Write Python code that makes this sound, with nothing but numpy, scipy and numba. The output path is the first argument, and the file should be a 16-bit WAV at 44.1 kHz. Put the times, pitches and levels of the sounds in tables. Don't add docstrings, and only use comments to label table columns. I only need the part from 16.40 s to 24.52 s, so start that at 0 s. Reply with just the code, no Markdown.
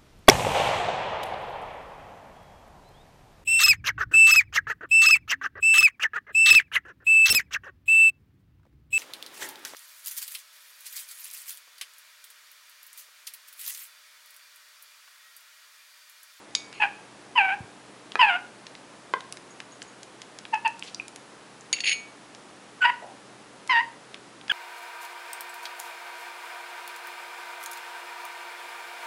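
import sys
import numpy as np
from scipy import signal
from scipy.fft import rfft, irfft, next_fast_len
from scipy.io import wavfile
from numba import njit

SR = 44100
rng = np.random.default_rng(int(sys.argv[2]) if len(sys.argv) > 2 else 0)


def to_wav(sig):
    pcm = np.clip(np.atleast_2d(sig), -1, 1) * 32767
    pcm = np.round(pcm).astype(np.int16)
    wavfile.write(sys.argv[1], SR, pcm.T)


N = 358091


def amp(db):
    return 10 ** (np.asarray(db) / 20)


def unit(x):
    return x / np.sqrt(np.mean(x ** 2) + 1e-20)


def read(points, hz):
    f, value = np.transpose(points)
    return np.interp(np.log(hz + 1), np.log(f + 1), value)


def add(mix, s, sound):
    part = mix[round(s * SR):][:len(sound)]
    part += sound[:len(part)]


def colour(x, points):
    size = 2 * next_fast_len(len(x))
    gain_db = read(points, abs(np.fft.fftfreq(size, 1 / SR)))
    log_gain = np.log(amp(np.maximum(gain_db, -100)))
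    response = np.exp(signal.hilbert(log_gain).conj())[:size // 2 + 1]
    return irfft(rfft(x, size) * response, size)[:len(x)]


def band(x, hz, octaves, order=1):
    edges = [min(hz / 2 ** octaves, SR / 3), min(hz * 2 ** octaves, SR / 2 - 100)]
    return signal.sosfilt(signal.butter(order, edges, "band", fs=SR, output="sos"), x)


def wander(size, hz):
    f = np.fft.rfftfreq(size, 1 / SR)
    return unit(irfft(rfft(rng.standard_normal(size)) * np.exp(-(f / hz) ** 2), size))


def gate(t, length, attack, release):
    return np.clip(t / attack, 0, 1) * np.clip((length - t) / release, 0, 1)


def ring(modes, low_hz, top_hz, factor=1, size=2048):
    t = np.arange(size) / SR
    x = np.zeros(size)
    for hz, db, t60 in modes:
        x += amp(db - 60 * t / t60) * np.sin(2 * np.pi * hz * factor * t)
    x = band(x, np.sqrt(low_hz * top_hz), np.log2(top_hz / low_hz) / 2, order=3)
    return x / abs(x).max()


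# frequency_hz, relative_density_db (per Hz)
AIR_SPECTRUM = [(15, -63), (25, -28), (64, -19), (92, -21), (115, -12.5), (149, -8.5), (207, -2.5),
                (254, -4), (288, -2.5), (372, -3), (635, -5.5), (1000, -6.5), (1850, -10.5), (2000, -12),
                (11000, -23.5), (14300, -123), (22000, -120)]
# frequency_hz, rms_level_db
HUM_PARTIALS = [(125, -67.5), (199, -72.5), (295, -65.5)]
AIR_DB = -49.5


def room_tone():
    t = np.arange(N) / SR
    hum = np.zeros(N)
    for hz, db in HUM_PARTIALS:
        hum += amp(db) * np.sqrt(2) * np.sin(2 * np.pi * hz * t + 0.28 * wander(N, 3.5))
    return amp(AIR_DB) * unit(colour(rng.standard_normal(N), AIR_SPECTRUM)) + hum


# start_s, peak_db, centre_hz, half_width_octaves
BEAK_CLICKS = [(0.328, -28.5, 2800, 0.8), (1.72, -24.5, 3020, 0.55), (2.2677, -25.5, 3020, 0.65),
               (2.3522, -29, 3000, 0.61), (2.8068, -24.5, 2200, 1), (2.925, -11.5, 7050, 1.8),
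               (2.9713, -26.5, 2820, 0.87), (3.203, -21.5, 2300, 0.89), (3.4195, -22.5, 2500, 0.86),
               (3.4266, -26.5, 6900, 0.3), (3.632, -24.5, 3970, 1.04), (3.8185, -23.5, 3870, 0.71),
               (3.988, -22, 3780, 0.82), (4.053, -24.5, 2200, 0.5), (4.144, -26.5, 5653, 0.36),
               (4.2783, -21.5, 5850, 0.56), (4.3944, -25.5, 5930, 0.54), (4.425, -19, 2770, 0.25),
               (4.5465, -17.5, 5000, 0.27), (4.5981, -21.5, 2530, 0.075), (4.682, -17, 7000, 1.9),
               (4.761, -17, 5700, 1.82), (5.2094, -32.5, 6400, 0.29), (5.9491, -28.5, 3930, 0.62),
               (7.2761, -22.5, 3830, 1.5), (7.744, -24, 2760, 0.65), (8.013, -31, 2800, 0.5),
               (8.0816, -25.5, 2620, 0.67)]
# frequency_hz, relative_level_db, t60_s
BEAK_MODES = [(403, 0, 0.0088), (1030, 4, 0.023), (1370, 8, 0.0056), (1526, -21, 0.27), (1920, -4, 0.017),
              (2950, -9.5, 0.016), (4030, -47, 0.0037)]
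CLICK_DECAY_S = 0.0023


def click(s, db, hz, octaves, decay, crackle=0.11, body_db=-14, size=1024):
    snap = crackle * rng.standard_normal(size) * np.exp(-np.arange(size) / SR / decay)
    snap[0] = 1
    pop = band(snap, hz, octaves, order=2)
    body = amp(body_db) * (2500 / hz) ** 2 * ring(BEAK_MODES, 300, 4500, size=size)
    x = pop / abs(pop).max() + body
    return s, amp(db) * x / abs(x).max()


# frequency_hz, relative_level_db, t60_s
SPOON_MODES = [(2200, -107, .012), (3740, 31.5, 0.015), (4790, 36, 0.011), (5320, 15, 0.012),
               (5310, 17, 0.011), (6940, -25, 0.023)]


def tap(s, spoon_db):
    x = amp(spoon_db) * ring(SPOON_MODES, low_hz=1010, top_hz=8100)
    add(x, 0, click(s, spoon_db - 2, 5130, 0.41, 0.0028)[1])
    return s, x


# start_s, spoon_peak_db, bowl_drive_db, hardness_hz, spread_octaves
SPOON_TAPS = [(.151, -3.5, -23.5, 1980, 0.67), (3.107, -60, -55.5, 6630, 0.021),
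              (3.321, -60, -55.5, 6670, 0.025), (3.479, -60, -56, 6610, 0.021),
              (5.329, -10, -12.5, 4670, 0.24), (5.4056, -18, -25, 4370, 0.18)]
# pitch_rise_hz, added_width_hz
BOWL_MODES = [(2255, -18.5, 0.85, 110, 110), (2455, -19, 0.35, 460, 30), (3640, -35, 0.11, 220, 100),
              (4290, -6.5, 0.2, 244, 30), (4480, -12, 0.18, 140, 35), (6550, -11, 0.41, 75, 59),
              (6680, 10.5, 0.096, 18, 18), (9370, 2, 0.093, 204, 14)]
# time_s, pressure (0-1)
SPOON_PRESSURE = [(5.3, 0), (5.32, 0.6), (5.42, 0.72), (5.503, 0.84), (5.52, 0.05), (5.54, 0.03)]


def bowl(rub, rub_db=-22):
    press = np.clip(np.interp(np.arange(N) / SR, *np.transpose(SPOON_PRESSURE)), 0, 1)
    out = np.zeros(N)
    for hz, db, t60, rise_hz, width_hz in BOWL_MODES:
        force = amp(rub_db) * rub
        for s, _, tap_db, hard_hz, spread in SPOON_TAPS:
            distance = np.log2(hz / hard_hz) / spread
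            add(force, s, [amp(tap_db) / (1 + distance ** 2)])
        loss = np.log(1000) / t60 + np.pi * width_hz * press
        pole = np.exp((2j * np.pi * (hz + rise_hz * press) - loss) / SR)
        out += amp(db) * resonate(force, pole)
    return out


@njit
def resonate(force, pole):
    out, state = np.zeros(len(force)), 0j
    for i in range(len(force)):
        state = state * pole[i] + force[i] + 1e-20
        out[i] = state.imag
    return out


# start_s, length_s, level_db, fade_db (over the stroke; positive swells)
SPOON_SCRAPES = [(0.335, .06, -51.5, -2), (5.327, 0.018, -28, -9), (5.359, .016, -41, -1),
                 (5.383, .008, -34, -5), (5.402, 0.0095, -33.5, -5), (5.436, 0.013, -31.5, 0.5),
                 (5.454, 0.057, -26, -3.5), (5.51, 0.0258, -24.5, -4.5)]
# frequency_hz, relative_level_db
GRIT_SPECTRUM = [(300, -62), (1300, -26), (1900, -8.5), (2850, -0.5), (3600, -11.5), (5000, -10.5),
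                 (6000, -25.5), (8000, -19.5), (11000, -30.5)]
BITE_S, LET_GO_S, CHATTER_DB, CHATTER_HZ = 0.0026, 0.0029, 1.5, 120


def scrape(s, length, db, fade_db, slips_per_s=1300, hiss=0.14, firm_db=-25):
    t = np.arange(0, length, 1 / SR)
    force_db = db + fade_db * t / length + CHATTER_DB * wander(len(t), CHATTER_HZ)
    force = amp(force_db) * gate(t, length, BITE_S, LET_GO_S)
    slips = (rng.random(len(t)) < slips_per_s / SR) + hiss * rng.standard_normal(len(t))
    grit = unit(colour(slips - slips.mean(), GRIT_SPECTRUM))
    dull = unit(band(grit, 2400, 0.31))
    firm = np.minimum(force / amp(firm_db), 1) ** 1.6
    return s, force * (firm * grit + (1 - firm) * dull)


def syrinx(hz, even_db, bright_db, rough, sharp_db, rasp_db, jitter=0.073, shimmer=0.68,
           flutter_hz=380, doubling=0.24, fall_db=-11, hiss=0.34):
    size = len(hz)
    phase = 2 * np.pi * (np.cumsum(hz) / SR + jitter * rough * wander(size, flutter_hz))
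    buzz = np.zeros(size)
    for k in range(1, 9):
        harmonic_db = even_db * (k % 2 == 0) + bright_db * (k > 2) + sharp_db * (k > 3)
        harmonic_db = harmonic_db + fall_db * max(k - 5, 0)
        buzz += amp(harmonic_db) * np.sin(k * phase)
    buzz *= 1 + rough * (shimmer * wander(size, flutter_hz) + doubling * np.cos(phase / 2))
    air = rng.standard_normal(size)
    rasp = (unit(band(air, 3170, 0.32)) + hiss * air) * (1 + 0.57 * np.cos(phase))
    return np.sqrt(2) * buzz + amp(rasp_db) * 2 * rough * rasp


def step(t):
    return .5 + .5 * np.tanh(t / (2 * SLIDE_S))


# opening_hz, after_first_push_hz, after_last_push_hz,
# first_push_s, last_push_s (from the start), last_push_strength (0-1),
# even_harmonics_db, brightness_db, roughness (0-1), syrinx_sharpness_db
BEGGING_CALLS = [(0.398, 0.067, 0.0075, -28, 1, 866.5, 830, 780, 0.029, 0.04, 0.3, -3, -4, 0.43, -4),
                 (0.954, .200, 0.0063, -22, -8, 1040, 772, 747, .030, 0.15, .9, -4, -2, 0.2, -7.5),
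                 (1.789, 0.19, 0.0063, -17.5, -15.5, 1030, 846, 690, .031, .110, 0.7, 0, -3, 0.31, 0.5),
                 (4.125, 0.053, 0.011, -25, -6, 921, 843, 860, 0.019, 0.052, 0, -11, -15.5, 0.12, 2),
                 (4.246, 0.043, 0.0046, -23, -14, 933, 830, 864, 0.016, 0.03, 0, -8.5, -8.5, 0.17, 3),
                 (6.406, .044, 0.017, -24, 1, 1551, 1455, 1390, .016, 0.035, 0.5, -8, -12, 0.2, -4),
                 (6.439, 0.072, 0.006, -24, -4.5, 996, 958, 990, 0.0095, 0.071, 0.1, 0, -7, 0.39, 2),
                 (7.292, 0.13, 0.005, -26, -4.5, 1047, 932, 958, 0.033, 0.11, 0.04, 5, -5, 0.24, 6.5),
                 (8.096, 0.013, 0.0056, -21.5, -3.5, 1734, 1700, 1650, .005, .008, 0, 16.5, -8, 0.2, -14),
                 (8.11, 0.016, 0.0036, -25.5, -3, 1630, 1760, 1300, 0.0055, .012, 0.1, 13, -5, 0.5, -13)]
# frequency_hz, gain_db
THROAT_RESPONSE = [(250, -61), (520, -13.5), (720, -4.5), (950, 3.5), (1200, -5), (1500, 3.5), (2150, -3),
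                   (2600, 3.5), (3150, -8), (3700, -24.5), (4250, -27), (4850, -21), (5600, -30.5),
                   (7500, -22.5), (11000, -23)]
CLOSING_SHARE, CLOSING_LIFT, CLOSING_BRIGHT_DB = 0.195, 0.126, -15
EVEN_DB_PER_OCTAVE, LAST_PUSH_EVEN_DB = -16, 2
SLIDE_S, QUAVER, QUAVER_HZ = 0.00964, .013, 59
PUSH_S, PUSH_DB, PUSH_ROUGH = 0.013, 2.5, 0.12
GAPE_S, GAPE_BRIGHT_DB = 0.018, 6
FAINT_DB, RELEASE_S, TREMBLE_DB, TREMBLE_HZ = -18.5, 0.0078, 2, 60
HOARSE_IN_S, RASP_DB = 0.016, -1


def cry(s, length, attack, level_db, fade_db, open_hz, middle_hz, low_hz, first_s, last_s,
        last_strength, even_db, bright_db, rough, sharp_db):
    t = np.arange(0, length, 1 / SR)
    last_push = last_strength * np.exp(-((t - last_s) / PUSH_S) ** 2)
    push = np.exp(-((t - first_s) / PUSH_S) ** 2) + last_push
    gape = np.exp(-((t - first_s) / GAPE_S) ** 2)
    closing = np.clip(1 - (1 - t / length) / CLOSING_SHARE, 0, 1)

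    slide = open_hz + (middle_hz - open_hz) * step(t - first_s)
    slide += (low_hz - middle_hz) * step(t - last_s)
    hz = slide * (1 + CLOSING_LIFT * closing + QUAVER * wander(len(t), QUAVER_HZ))

    db = level_db + fade_db * t / length + PUSH_DB * push + TREMBLE_DB * wander(len(t), TREMBLE_HZ)
    db += FAINT_DB * (1 - gate(t, length, attack, RELEASE_S))

    even = even_db + EVEN_DB_PER_OCTAVE * np.log2(slide / low_hz) + LAST_PUSH_EVEN_DB * last_push
    bright = bright_db + GAPE_BRIGHT_DB * gape + CLOSING_BRIGHT_DB * closing
    hoarse = rough * np.minimum(.5 + .5 * t / HOARSE_IN_S, 1) + PUSH_ROUGH * push
    source = syrinx(hz, even, bright, hoarse, sharp_db, RASP_DB) * amp(db)
    return s, colour(source, THROAT_RESPONSE)


# start_s, rms_db (before the swell), centre_hz, half_width_octaves, rise_s, decay_s
CHICK_SHUFFLES = [(1.204, -37, 137, 0.54, 0.002, 0.02), (4.43, -45, 3460, 0.99, 0.0039, 0.057),
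                  (4.459, -41.5, 3250, 0.41, 0.02, 0.013), (6.617, -40, 705, 0.24, 0.0077, 0.058)]


def shuffle(s, db, hz, octaves, rise, decay, lumps_db=3):
    t = np.arange(SR // 2) / SR
    swell = np.minimum(t / rise, 1) * np.exp(-np.maximum(t - rise, 0) / decay)
    grains = rng.standard_normal(len(t)) * amp(lumps_db * wander(len(t), 430))
    return s, amp(db) * swell * unit(band(grains, hz, octaves, order=2))


# start_s, blow_peak_db, mode_frequency_factor, rebound_gap_s
BEAK_KNOCKS = [(1.7556, -9.5, 1.266, 0.001234), (2.7378, -9.5, 1.04, 0.00197)]


def knock(s, db, factor, gap, rebound=0.45, count=3):
    x = np.zeros(SR // 10)
    for k in range(count):
        add(x, k * gap, rebound ** k * ring(BEAK_MODES, 374, 7000, factor))
    return s, amp(db) * x


# frequency_hz, t60_s
ROOM_DECAY = [(200, 0.27), (900, 0.41), (2500, 0.34), (5000, 0.39), (10000, 0.36)]
# delay_s, level_db
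EARLY_ECHOES = [(.0101, -19)]


def room(x, wet_db=-17, build_up=0.011):
    taps = rng.choice([-1., 1.], SR) * (rng.random(SR) < 4000 / SR)
    hz, t, z = signal.stft(taps, SR, nperseg=256)
    decay = amp(-60 * t / read(ROOM_DECAY, hz)[:, None])
    tail = signal.istft(z * decay, SR, nperseg=256)[1]
    tail *= np.minimum(np.arange(len(tail)) / SR / build_up, 1) ** 2
    tail *= amp(wet_db) / np.linalg.norm(tail)
    for delay, db in EARLY_ECHOES:
        add(tail, delay, [amp(db)])
    return x + signal.fftconvolve(x, tail)[:N]


def scene():
    voice, beak, feeding, rub = np.zeros((4, N))
    for s, spoon_db, *_ in SPOON_TAPS:
        add(feeding, *tap(s, spoon_db))
    for row in BEAK_CLICKS:
        add(feeding, *click(*row, CLICK_DECAY_S))
    for row in SPOON_SCRAPES:
        add(rub, *scrape(*row))
    for row in BEGGING_CALLS:
        add(voice, *cry(*row))
    for row in CHICK_SHUFFLES:
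        add(feeding, *shuffle(*row))
    for row in BEAK_KNOCKS:
        add(beak, *knock(*row))
    feeding += rub + bowl(rub)
    mix = room(voice, wet_db=-12) + room(beak, wet_db=-10.0, build_up=0.0015)
    mix += room(feeding, wet_db=-14) + room_tone()
    return mix[None]


EDGE_HZ = 11200


def record(dry):
    low_pass = signal.firwin(401, EDGE_HZ, window=("kaiser", 8), fs=SR)
    return signal.oaconvolve(dry, low_pass[None], "same")


dry = scene()
out = record(dry)
to_wav(out)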